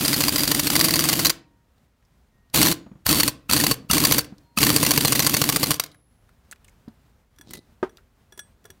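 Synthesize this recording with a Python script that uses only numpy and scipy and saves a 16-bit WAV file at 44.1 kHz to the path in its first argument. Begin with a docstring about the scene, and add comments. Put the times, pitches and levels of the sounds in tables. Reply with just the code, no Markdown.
"""An air impact wrench hammers in six bursts on the screw of a gear puller, close to the microphone.
In each, vane pulses climb and sag as the hammer stalls the motor, and gated noise makes the exhaust hiss.
Bursts of grit ring detuned steel for the clacks; thin dying sines hang on between the bursts.
Afterwards hands shift a chain wrench: links tick and ring as dying modes, steel knocks on a wooden bench.
Throughout, filtered noise gives a distant outdoor rumble and hiss."""
import sys
import numpy as np
from scipy import signal
from scipy.fft import rfft, irfft
from scipy.io import wavfile
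from scipy.ndimage import uniform_filter1d

SR = 44100
rng = np.random.default_rng(int(sys.argv[2]) if len(sys.argv) > 2 else 0)


def gain_from_db(level_db):
    """Turn a decibel level (scalar or array-like) into a linear amplitude factor."""
    decades = np.asarray(level_db, float) / 20
    return 10 ** decades


def unload_wav(signal):
    """Save mono or channel-first audio to the path in sys.argv[1] as 16-bit WAV at rate SR, clipped to [-1, 1]."""
    wavfile.write(
        sys.argv[1],
        SR,
        np.round(np.clip(np.atleast_2d(signal).T, -1, 1) * 32767).astype(np.int16),
    )


N = 388080  # samples, 8.8 s

# outdoor background spectrum: (frequency [Hz], weight [dB])
FLOOR_COLOUR = [(21, -35), (35, -2.5), (65, -3), (175, -14), (250, -14.5), (314, -24.5), (348, -21.5),
                (1530, -29), (2680, -34.5), (10900, -43), (15600, -42)]
# outdoor background over time: (time [s], level [dB])
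FLOOR_LEVEL = [(1.4, -66.5), (1.696, -62.5), (4.499, -58), (6, -62.5), (6.401, -59), (7, -58),
               (7.301, -57.5), (8, -58.5), (8.8, -57)]
# how long the room rings in each band: (frequency [Hz], t60 [s])
ROOM_DECAY = [(150, 0.62), (1000, 0.35), (4000, 0.28), (12000, 0.15)]
# dry ticks of small parts: (time [s], level [dB], centre [Hz], decay time [s])
TICKS = [(1.78, -66, 4000, .004), (2.0243, -60, 1825, 0.0038), (2.05, -66, 5200, .006),
         (2.499, -56.5, 4510, 0.0028), (4.3816, -52, 4460, 0.0041), (5.915, -50, 4110, 0.0056),
         (5.9454, -45, 1630, 0.0032), (6.2908, -49, 1500, .004), (6.5126, -32.5, 7300, 0.0015),
         (6.519, -35.5, 7130, 0.0013), (6.525, -29, 1540, 0.0034), (6.53, -43, 2980, 0.0023),
         (6.559, -48, 2210, .003), (6.6457, -52, 2770, 0.0056), (6.645, -53, 8530, .004),
         (6.6802, -56, 7100, .005), (6.683, -52, 2300, .006), (6.694, -57, 7000, .003),
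         (6.882, -54.5, 4200, 0.0039), (7.971, -42.5, 4000, 0.0028), (7.98, -50.5, 1500, .012)]
# knocks on the bench: (time [s], level [dB], centre [Hz], brightness [dB])
KNOCKS = [(2.809, -44, 162, -11), (2.863, -35.5, 197.5, -7.5), (2.915, -35.5, 198.4, -10),
          (2.954, -40.5, 150, -8), (3.801, -36.5, 214, -15.5), (3.846, -39, 191, -14.5),
          (4.323, -32.5, 197.7, -12), (6.878, -31, 226.7, -13), (7.396, -46.5, 292, -20),
          (7.828, -13, 371.6, -4.5), (8.323, -49.5, 376.5, -4.5), (8.377, -44.5, 393, -8.5),
          (8.65, -46.5, 426, 1), (8.699, -46, 377, -12)]
# modes of the wooden bench: (multiple of the knock centre [ratio], gain [dB], t60 [s])
WOOD = [(.72, -7, .06), (1, 3.5, 0.06), (1.17, -7, .07), (1.6, 0.5, .04), (2.499, 2, 0.03), (3.3, 1, 0.029),
        (4.3, -1, 0.018)]
# links dragging: (time [s], rustle level [dB], bench grumble level [dB])
DRAG = [(7.429, -82, -66), (7.49, -55.5, -48), (7.539, -51, -44), (7.58, -54.5, -47.5), (7.62, -74, -64),
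        (7.68, -84, -82)]
# chain wrench clinks: (time [s], tick level [dB], ring relative to tick [dB],
# share of the free ring time left by the grip [ratio])
CLINKS = [(7.3612, -62, -4, .6), (7.3857, -47.5, -3, 0.56), (7.4109, -43.5, -1.5, 0.74),
          (7.894, -57, 2, .7), (8.323, -48, 2.5, 0.96), (8.3761, -40.5, -7.5, .6), (8.392, -33, -0.5, 0.87),
          (8.6418, -53.5, -9.5, .7), (8.6537, -44, -1.5, 0.54), (8.7026, -41, -2, 0.43)]
# modes of the chain wrench: (frequency [Hz], gain [dB], free t60 [s])
WRENCH = [(1701, -1, .045), (1450, -7, .03), (3408, -3, .06), (5819, -4, .06), (8430, -11, .08),
          (9781, -11, .09)]
# chain dragged over the sprocket: (time [s], tick level [dB], ring relative to tick [dB],
# share of the free ring time left by the grip [ratio])
SCRAPES = [(7.5078, -35, -13, 0.68), (7.5343, -28, -11.5, 0.68), (7.5514, -37, -8.5, 0.74),
           (7.5714, -43, -22, 0.64)]
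# modes of the sprocket: (frequency [Hz], gain [dB], free t60 [s])
SPROCKET = [(2019, -4, .1), (2950, -9, .04), (4000, -10, .08), (4500, -3, .04), (6200, -8, .03),
            (9475, -8, .09)]
# faint steel tones that linger: (time [s], frequency [Hz], level [dB], t60 [s])
LINGERING_TONES = [(1.3, 937, -63, 1.6), (1.3, 1870, -68, 1.2), (2.3, 1870, -71, 3.), (2.73, 6780, -66, .8),
                   (3.74, 940, -69, 1.5), (4.41, 945, -65, 3.), (4.4, 4250, -72, 2.),
                   (5.9, 10783, -64, 1.3), (5.9, 10713, -70, 1.3)]
# trigger pulls: (valve opens [s], valve shuts [s], first air level [dB], last air level [dB], first jolt [s])
TRIGGER = [(-.02, 1.284, -25, -27, 0.01), (2.53, 2.718, -18, -25, 2.545), (3.05, 3.29, -18, -29, 3.1),
           (3.484, 3.738, -23.5, -26.5, 3.494), (3.888, 4.212, -21, -27.5, 3.9),
           (4.561, 5.764, -23, -30.5, 4.574)]
# exhaust air spectrum: (frequency [Hz], weight [dB])
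AIR_COLOUR = [(320, -16.5), (550, -8), (2050, -9.5), (2600, -6), (4240, -6.5), (5020, -9.5), (12800, -6),
              (15600, -9.5)]
# vane motor as supply pressure and load change:
# (time [s], drive [dB], vane rate after a stall [Hz], vane rate at the blow [Hz])
MOTOR = [(0, -23.5, 60, 147.6), (.7, -24.5, 70, 151), (.77, -21.5, 100, 167.5), (1.06, -25, 100, 169),
         (1.26, -26.5, 72, 171.2), (2.55, -24, 120, 169.3), (2.59, -16, 90, 158.3),
         (2.68, -20.5, 75, 174.6), (3.09, -18.5, 85, 161.7), (3.16, -22.5, 50, 154), (3.24, -26.5, 50, 145),
         (3.52, -21, 60, 154.3), (3.67, -23.5, 50, 143.1), (3.93, -19.5, 58, 156), (4.14, -24, 55, 147),
         (4.6, -19.5, 55, 153.8), (5.2, -25.5, 60, 147), (5.7, -25.5, 65, 155.8)]
# muffler's weighting of the vane orders: (frequency [Hz], weight [dB])
MUFFLER = [(50, -6), (110, -8.5), (180, 6), (240, 2.5), (310, 7), (420, -9)]
# the load on the screw grows:
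# (time [s], screw ring [Hz], screw ring gain [dB], weight of the blow in the casting [dB])
SCREW = [(0, 4805, 16, -3), (2.6, 4490, 11.5, 1), (4, 4550, 14, 7), (5.8, 4700, 6.5, 6.5)]
# hammer cycles, the cam catches, the motor runs up, the hammer strikes:
# (catch time [s], catch level [dB], blow time [s], blow level [dB])
CYCLES = [(.01, -20, .049, -13), (.0802, -12, .1299, -10.5), (0.167, -24, .2061, -9),
          (0.2378, -11.5, .2827, -8), (0.324, -22, .359, -10), (0.393, -15, .4341, -10.5),
          (0.477, -13, .515, -9.5), (0.5475, -11.5, .5943, -9.5), (.633, -28, .6697, -11.5),
          (0.702, -11, .7541, -7), (0.7644, -11, .7932, -9.5), (0.8108, -8, .8426, -11),
          (.8552, -18.5, .8839, -12.5), (0.9076, -13, .9385, -10.5), (0.9578, -12.5, .9923, -7.5),
          (1.0066, -17, 1.0404, -7.5), (1.054, -19.5, 1.0878, -8.5), (1.0988, -13, 1.1294, -9),
          (1.154, -21.5, 1.1921, -12), (1.204, -31, 1.2483, -7.5), (1.2588, -31.5, 1.2958, -10.5),
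          (2.5449, -16, 2.5745, -10), (2.5911, -21, 2.6154, -4), (2.6288, -6.5, 2.6603, -9.5),
          (2.676, -23.5, 2.7143, -13.5), (3.0911, -10, 3.1281, -7), (3.1543, -20.5, 3.1995, -8.5),
          (3.2329, -9, 3.2784, -9.5), (3.5235, -13, 3.5637, -12), (3.59, -25, 3.6381, -9),
          (3.6664, -8, 3.7115, -10), (3.9329, -10, 3.9691, -15), (4.0025, -14, 4.0388, -11),
          (4.0699, -12.5, 4.1115, -10.5), (4.1378, -20, 4.1819, -10.5), (4.6056, -19, 4.6299, -5.5),
          (4.6479, -17, 4.7022, -8), (4.729, -25, 4.762, -5.5), (4.8, -31, 4.8291, -9),
          (4.8642, -9.5, 4.9081, -7.5), (4.9368, -15, 4.9763, -7), (5.0088, -10, 5.0483, -9),
          (5.08, -14.5, 5.1226, -8), (5.152, -14, 5.1934, -6.5), (5.2233, -14.5, 5.2657, -7.5),
          (5.2955, -12.5, 5.341, -8), (5.3675, -11, 5.416, -7.5), (5.44, -13.5, 5.49, -6.5),
          (5.5251, -25, 5.5608, -8), (5.5976, -26.5, 5.6307, -10.5), (5.6693, -19.5, 5.7066, -7.5)]
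# loud rebounds and rattles of socket and puller: (time [s], level [dB])
RATTLES = [(0.1416, -15), (0.22, -16.5), (1.267, -9.5), (2.558, -11), (2.6516, -12.5), (2.683, -11),
           (2.7385, -32.5), (3.0654, -9), (3.11, -14.5), (3.1457, -13.5), (3.1726, -16.5), (3.2917, -25),
           (3.4978, -15), (3.5123, -7.5), (3.5331, -6), (3.577, -15.5), (3.5998, -12), (3.6495, -27.5),
           (3.7416, -26), (3.9113, -8), (3.948, -16.5), (3.9805, -11.5), (4.0515, -10.5), (4.123, -10.5),
           (4.1443, -15), (4.1913, -14), (4.2079, -29.5), (4.2446, -34), (4.5751, -15), (4.5864, -7.5),
           (4.6157, -12), (4.6925, -7.5), (4.7704, -23.5), (4.8383, -17), (5.055, -14), (5.1568, -15),
           (5.231, -16.5), (5.6388, -14.5), (5.742, -18), (5.7979, -8), (5.8377, -23.5), (5.862, -37)]
# spectrum of the grit in a clack: (frequency [Hz], weight [dB])
CLACK_COLOUR = [(290, -28), (500, -5), (793, -6.5), (3590, -7), (4720, -5.5), (5220, -7), (12400, -9.5),
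                (15600, -8.5)]
# puller arms, socket and sprocket: (frequency [Hz], gain [dB], t60 [s])
STEEL = [(1073, 5, 0.063), (2090, 3, 0.011), (2820, 0, 0.012), (4236, 10.5, 0.045), (5820, 5.5, 0.028),
         (6780, -1.5, 0.011), (8910, 4.5, 0.0077), (11980, 6.5, 0.015), (14410, 3, 0.0089)]
# bench and casting under a blow: (frequency [Hz], gain [dB], t60 [s])
BLOW_BODY = [(147, -19, 0.041), (463, -22.5, 0.033), (1096, -20, 0.025)]
# socket seating on the screw: (frequency [Hz], gain [dB], t60 [s])
JOLT = [(200, -20, .04), (1300, -20, .03), (2650, -18, .03)]

LEAD_S = .003  # the motor tops out this long before the blow
CATCH_S, BLOW_S, RATTLE_S, LENGTH_SPREAD_DB = 0.0036, 0.0034, 0.0034, 3  # typical clack decays and their scatter
CHATTER_DB, CHATTER_SPREAD_DB = -20.5, 5  # faint chance rattles while air flows
BOUNCE_S, BOUNCE_SPREAD_S = .007, 0.0017  # the hammer lands a second time, this long after the blow
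BOUNCE_DB, BOUNCE_SPREAD_DB, BOUNCE_FALL_S = -6.5, 3.4, 0.0032  # level relative to the blow
STEEL_WANDER = 0.044  # loose parts shift their pitch by about this share
SQUARENESS = 1.2  # above 1, a clack holds and then drops
TWIN = .992  # pitch ratio of the slower twin modes
EDGE_HZ = 15900  # top of the band


def read(points, hz):
    """Reads a spectrum on a log-frequency axis."""
    f, value = np.transpose(points)
    return np.interp(np.log(hz + 1), np.log(f + 1), value)


def evened(x):
    """Scales to rms 1."""
    return x / np.sqrt(np.mean(x ** 2) + 1e-20)


def smooth_noise(length, window):
    """Slow random drift, rms 1: white noise under a running mean."""
    return evened(uniform_filter1d(rng.standard_normal(length), window))


def noise(colour):
    """Steady noise with a given spectrum, rms 1."""
    spectrum = rfft(rng.standard_normal(N))
    return evened(irfft(spectrum * gain_from_db(read(colour, np.fft.rfftfreq(N, 1 / SR))), N))


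def add(mix, s, sound):
    """Mixes a sound in at a time."""
    part = mix[round(s * SR):][:len(sound)]
    part += sound[:len(part)]


def modes(table, length, rise=0.00056):
    """A struck body: a sum of dying sines."""
    t = np.arange(round(length * SR)) / SR
    ring = sum(gain_from_db(db - 60 * t / t60) * np.sin(2 * np.pi * hz * t) for hz, db, t60 in table)
    return (1 - np.exp(-t / rise)) * ring


def resonate(x, hz, width):
    """A resonance of gain 1 that can follow a curve: shift down to 0 Hz, smooth, shift back."""
    turn = np.exp(2j * np.pi * np.cumsum(hz * np.ones(len(x))) / SR)
    r = np.exp(-np.pi * width / SR)
    return 2 * (turn * signal.lfilter([1 - r], [1, -r], x / turn)).real


def burst(length, rise, fall, square=1):
    """Envelope of a short shock."""
    t = np.arange(round(length * SR)) / SR
    return (1 - np.exp(-t / rise)) * np.exp(-(t / fall) ** square)


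def floor():
    """Distant outdoor rumble and hiss, wavering a little."""
    level_db = np.interp(np.arange(N) / SR, *np.transpose(FLOOR_LEVEL))
    waver = gain_from_db(1.5 * smooth_noise(N, 4000))
    return gain_from_db(level_db) * waver * noise(FLOOR_COLOUR)


def room(x):
    """Sparse random reflections, each band dying at its own speed."""
    taps = np.zeros(SR)
    at = np.arange(300, SR - 20, 20)
    taps[at + rng.integers(0, 20, len(at))] = rng.choice([-1., 1.], len(at))
    hz, t, z = signal.stft(taps, SR, nperseg=256)
    decay = gain_from_db(-60 * t / read(ROOM_DECAY, hz)[:, None])
    tail = signal.istft(z * decay, SR, nperseg=256)[1]
    return signal.fftconvolve(x, tail / np.linalg.norm(tail))[:N]


def lingering():
    """Thin steel tones left hanging between bursts, each a slowly dying sine."""
    out = np.zeros(N)
    for s, hz, db, t60 in LINGERING_TONES:
        length = .3 + .1 * t60
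        tone = modes([(hz, db, t60)], length, rise=0.0065)
        add(out, s, tone * signal.windows.tukey(round(length * SR), .2))
    return out


def ticks():
    """Small parts tick: a grain of noise, partly focused by a broad resonance."""
    out = np.zeros(N)
    for s, db, hz, fall in TICKS:
        grit = burst(.04, 0.000282, fall) * rng.standard_normal(round(.04 * SR))
        add(out, s, gain_from_db(db) * (0.17 * grit + 4 * resonate(grit, hz, 0.22 * hz)))
    return out


def knocks():
    """Steel knocks on wood: bench modes scaled to each knock's centre, plus a noisy thud."""
    out = np.zeros(N)
    for s, db, hz, bright_db in KNOCKS:
        wood = [(k * hz, gain_db + bright_db * (k > 1.3), t60) for k, gain_db, t60 in WOOD]
        add(out, s, gain_from_db(db) * modes(wood, 0.16, rise=0.0016))
        thud = burst(.1, .0005, 0.017) * rng.standard_normal(round(.1 * SR))
        thud = resonate(resonate(thud, 720, 1300), 800, 1500)
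        add(out, s, gain_from_db(db + bright_db - 2.0) * thud)
    return out


def dragging():
    """Dragged links: uneven grains of noise feed a bright rustle and a low grumble of the bench."""
    out = np.zeros(N)
    s, rustle_db, grumble_db = np.transpose(DRAG)
    t = np.arange(s[0], s[-1], 1 / SR)
    grains = rng.standard_normal(len(t)) * gain_from_db(4.9 * smooth_noise(len(t), 120))
    rustle = resonate(resonate(grains, 4100, 3900), 3760, 5000)
    rustle = rustle + 3.4 * resonate(grains, 4000, 350)
    grumble = resonate(resonate(grains, 195, 228), 190, 353)
    add(out, s[0], gain_from_db(np.interp(t, s, rustle_db)) * evened(rustle))
    add(out, s[0], gain_from_db(np.interp(t, s, grumble_db)) * evened(grumble))
    return out


def struck(events, table, crack=0.0051):
    """A short crack and the ring of one steel part, each hit weighting the modes anew."""
    out = np.zeros(N)
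    for s, db, ring_db, grip in events:
        weights = 4 * rng.standard_normal(len(table))  # dB
        weighted = list(zip(table, weights))
        main = [(hz, g + w, grip * t60) for (hz, g, t60), w in weighted]
        twins = [(hz * TWIN, g - w, 3.0 * grip * t60) for (hz, g, t60), w in weighted]
        ring = modes(main, .25) + gain_from_db(-10.5) * modes(twins, .25)
        add(out, s, gain_from_db(db + ring_db) * ring)
        add(out, s, gain_from_db(db) * burst(.03, 0.00024, crack) * rng.standard_normal(round(.03 * SR)))
    return out


def vanes(overrun=0.028, swell_db=-5):
    """The vane rate climbs, levels off and sags as the rotor stalls; the muffler weights its orders."""
    growl, pulsing = np.zeros(N), np.zeros(N)
    s, *controls = np.transpose(MOTOR)
    for start, _, struck_s, _ in CYCLES:
        top_s = struck_s - LEAD_S
        db, first_hz, last_hz = [np.interp(start, s, c) for c in controls]
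        t = np.arange(-.003, top_s - start + overrun, 1 / SR)
        speed = np.sin(np.pi / 2 * np.clip(t / (top_s - start), 0, 1.6))
        hz = first_hz + (last_hz - first_hz) * speed
        turn = 2 * np.pi * (np.cumsum(hz) / SR - 0.0028 * first_hz)
        held = np.clip((t + 0.0046) / 0.0019, 0, 1) * np.clip((t[-1] - t) / 0.034, 0, 1)
        orders = sum(gain_from_db(read(MUFFLER, k * hz) - 1.6 * (k > 2)) * np.cos(k * turn) for k in range(1, 5))
        add(growl, start - .003, gain_from_db(db + swell_db * (2.0 - speed)) * held * orders)
        add(pulsing, start - .003, held * (1 + 0.53 * np.cos(turn - 1.5)))
    return growl, pulsing


def exhaust(stall_db=-6, rumble_db=-14):
    """Motor growl, and a hiss that follows the trigger, pulses with the vanes and sags in each stall."""
    growl, pulsing = vanes()
    t = np.arange(N) / SR
    flow = np.zeros(N)
    for opened, shut, first_db, last_db, _ in TRIGGER:
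        level_db = np.interp(t, [opened, opened + 0.012, shut], [first_db - 36, first_db, last_db], left=-200)
        flow += gain_from_db(level_db - 1400 * np.maximum(t - shut, 0))  # the line bleeds down after the valve shuts
    gate = gain_from_db(stall_db) + (1 - gain_from_db(stall_db)) * pulsing
    flutter = gain_from_db(0.83 * smooth_noise(N, 200))
    hiss = noise(AIR_COLOUR)
    screw_hz = np.interp(t, *np.transpose(SCREW)[:2])
    hiss = hiss + gain_from_db(4) * resonate(hiss, screw_hz, 150)  # the buzz keeps the screw singing
    shaking = resonate(resonate(rng.standard_normal(N), 71, 120), 71, 120)
    rumble = gain_from_db(rumble_db) * evened(shaking)  # the bench shakes
    return growl + flow * (gate * flutter * hiss + rumble)


def clacks():
    """Catches, blows, rattles, bounces and chance chatter as rows of time, level and decay time."""
    rows = [(s, db, CATCH_S) for s, db, _, _ in CYCLES]
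    rows += [(s, db, BLOW_S) for _, _, s, db in CYCLES]
    rows += [(s, db, RATTLE_S) for s, db in RATTLES]
    for _, _, s, db in CYCLES:
        late, louder = rng.standard_normal(2)
        rows.append((s + BOUNCE_S + BOUNCE_SPREAD_S * late,
                     db + BOUNCE_DB + BOUNCE_SPREAD_DB * louder, BOUNCE_FALL_S))
    when = rng.random(size=120) * TRIGGER[-1][1]
    size = rng.standard_normal(size=120)
    for s, z in zip(when, size):
        if any(max(pull[0], .001) < s < pull[1] for pull in TRIGGER):
            rows.append((s, CHATTER_DB + CHATTER_SPREAD_DB * z, RATTLE_S))
    return rows


def body_thumps():
    """Blows thump bench and casting, jolts seat the socket: low dying modes, slightly detuned."""
    out = np.zeros(N)
    s, _, _, blow_db = np.transpose(SCREW)
    thumps = [(cycle[2], BLOW_BODY) for cycle in CYCLES] + [(pull[-1], JOLT) for pull in TRIGGER]
    for at, table in thumps:
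        detune = 1 + .04 * rng.standard_normal(3)
        struck_modes = [(hz * d, db, t60) for (hz, db, t60), d in zip(table, detune)]
        level_db = np.interp(at, s, blow_db) + 2 * rng.standard_normal()
        add(out, at, gain_from_db(level_db) * modes(struck_modes, .08, rise=.002))
    return out


def hammer(spread_db=5):
    """Each clack is a burst of grit that rings the screw and, differently each time, the other steel."""
    t = np.arange(N) / SR
    shapes = np.zeros((len(STEEL) + 2, N))  # envelopes: grit, each steel mode, screw
    hits = clacks()
    chance = rng.standard_normal((len(hits), len(shapes) + 1))
    weights = gain_from_db(spread_db * np.minimum(chance[:, :-1], 1.3))
    stretch = gain_from_db(LENGTH_SPREAD_DB * chance[:, -1])
    weights[:, 0] = 1
    weights[:, -1] **= 0.56  # the screw takes every blow, so it varies less
    for (s, db, fall), weight, longer in zip(hits, weights, stretch):
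        shock = gain_from_db(db) * burst(0.045, 0.00073, fall * longer, SQUARENESS) / np.sqrt(longer)
        at = round((s - .0006) * SR)
        shapes[:, at:at + len(shock)] += weight[:, None] * shock
    grit = shapes[0] * noise(CLACK_COLOUR)
    white = shapes[1:] * rng.standard_normal(N)
    steps = np.arange(0, N / SR, .03)
    wander = 1 + STEEL_WANDER * rng.standard_normal((len(STEEL), len(steps)))
    arms = np.zeros(N)
    for (hz, db, t60), drive, drift in zip(STEEL, white, wander):
        arms += gain_from_db(db) * resonate(drive, hz * np.interp(t, steps, drift), 2.6 / t60)
    s, hz, ring_db, _ = np.transpose(SCREW)
    screw = gain_from_db(np.interp(t, s, ring_db)) * resonate(white[-1], np.interp(t, s, hz), 170)
    return grit + body_thumps(), arms + screw


def scene():
    """Wrench and tools near the microphone; the weak room behind returns mostly the broad noise."""
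    blows, rings = hammer()
    wrench = exhaust() + blows
    hands = struck(CLINKS, WRENCH) + struck(SCRAPES, SPROCKET) + ticks() + knocks() + dragging()
    reflections = room(gain_from_db(-17.5) * wrench + gain_from_db(-30.0) * (rings + hands))
    return (wrench + rings + hands + reflections + lingering() + floor())[None]


def low_pass(x):
    """Removes everything above the highest recorded frequency."""
    return signal.sosfilt(signal.butter(12, 16960, fs=SR, output="sos"), x)


def record(dry):
    """The microphone drops the deepest bass, peaks are softly rounded and the band ends."""
    x = signal.sosfilt(signal.butter(2, 40, "high", fs=SR, output="sos"), dry)
    rounded = 0.88 * np.tanh(x / 0.87)
    mix = signal.oaconvolve(rounded, signal.firwin(101, EDGE_HZ, fs=SR)[None], "same")
    return low_pass(mix)


dry = scene()
out = record(dry)
unload_wav(out)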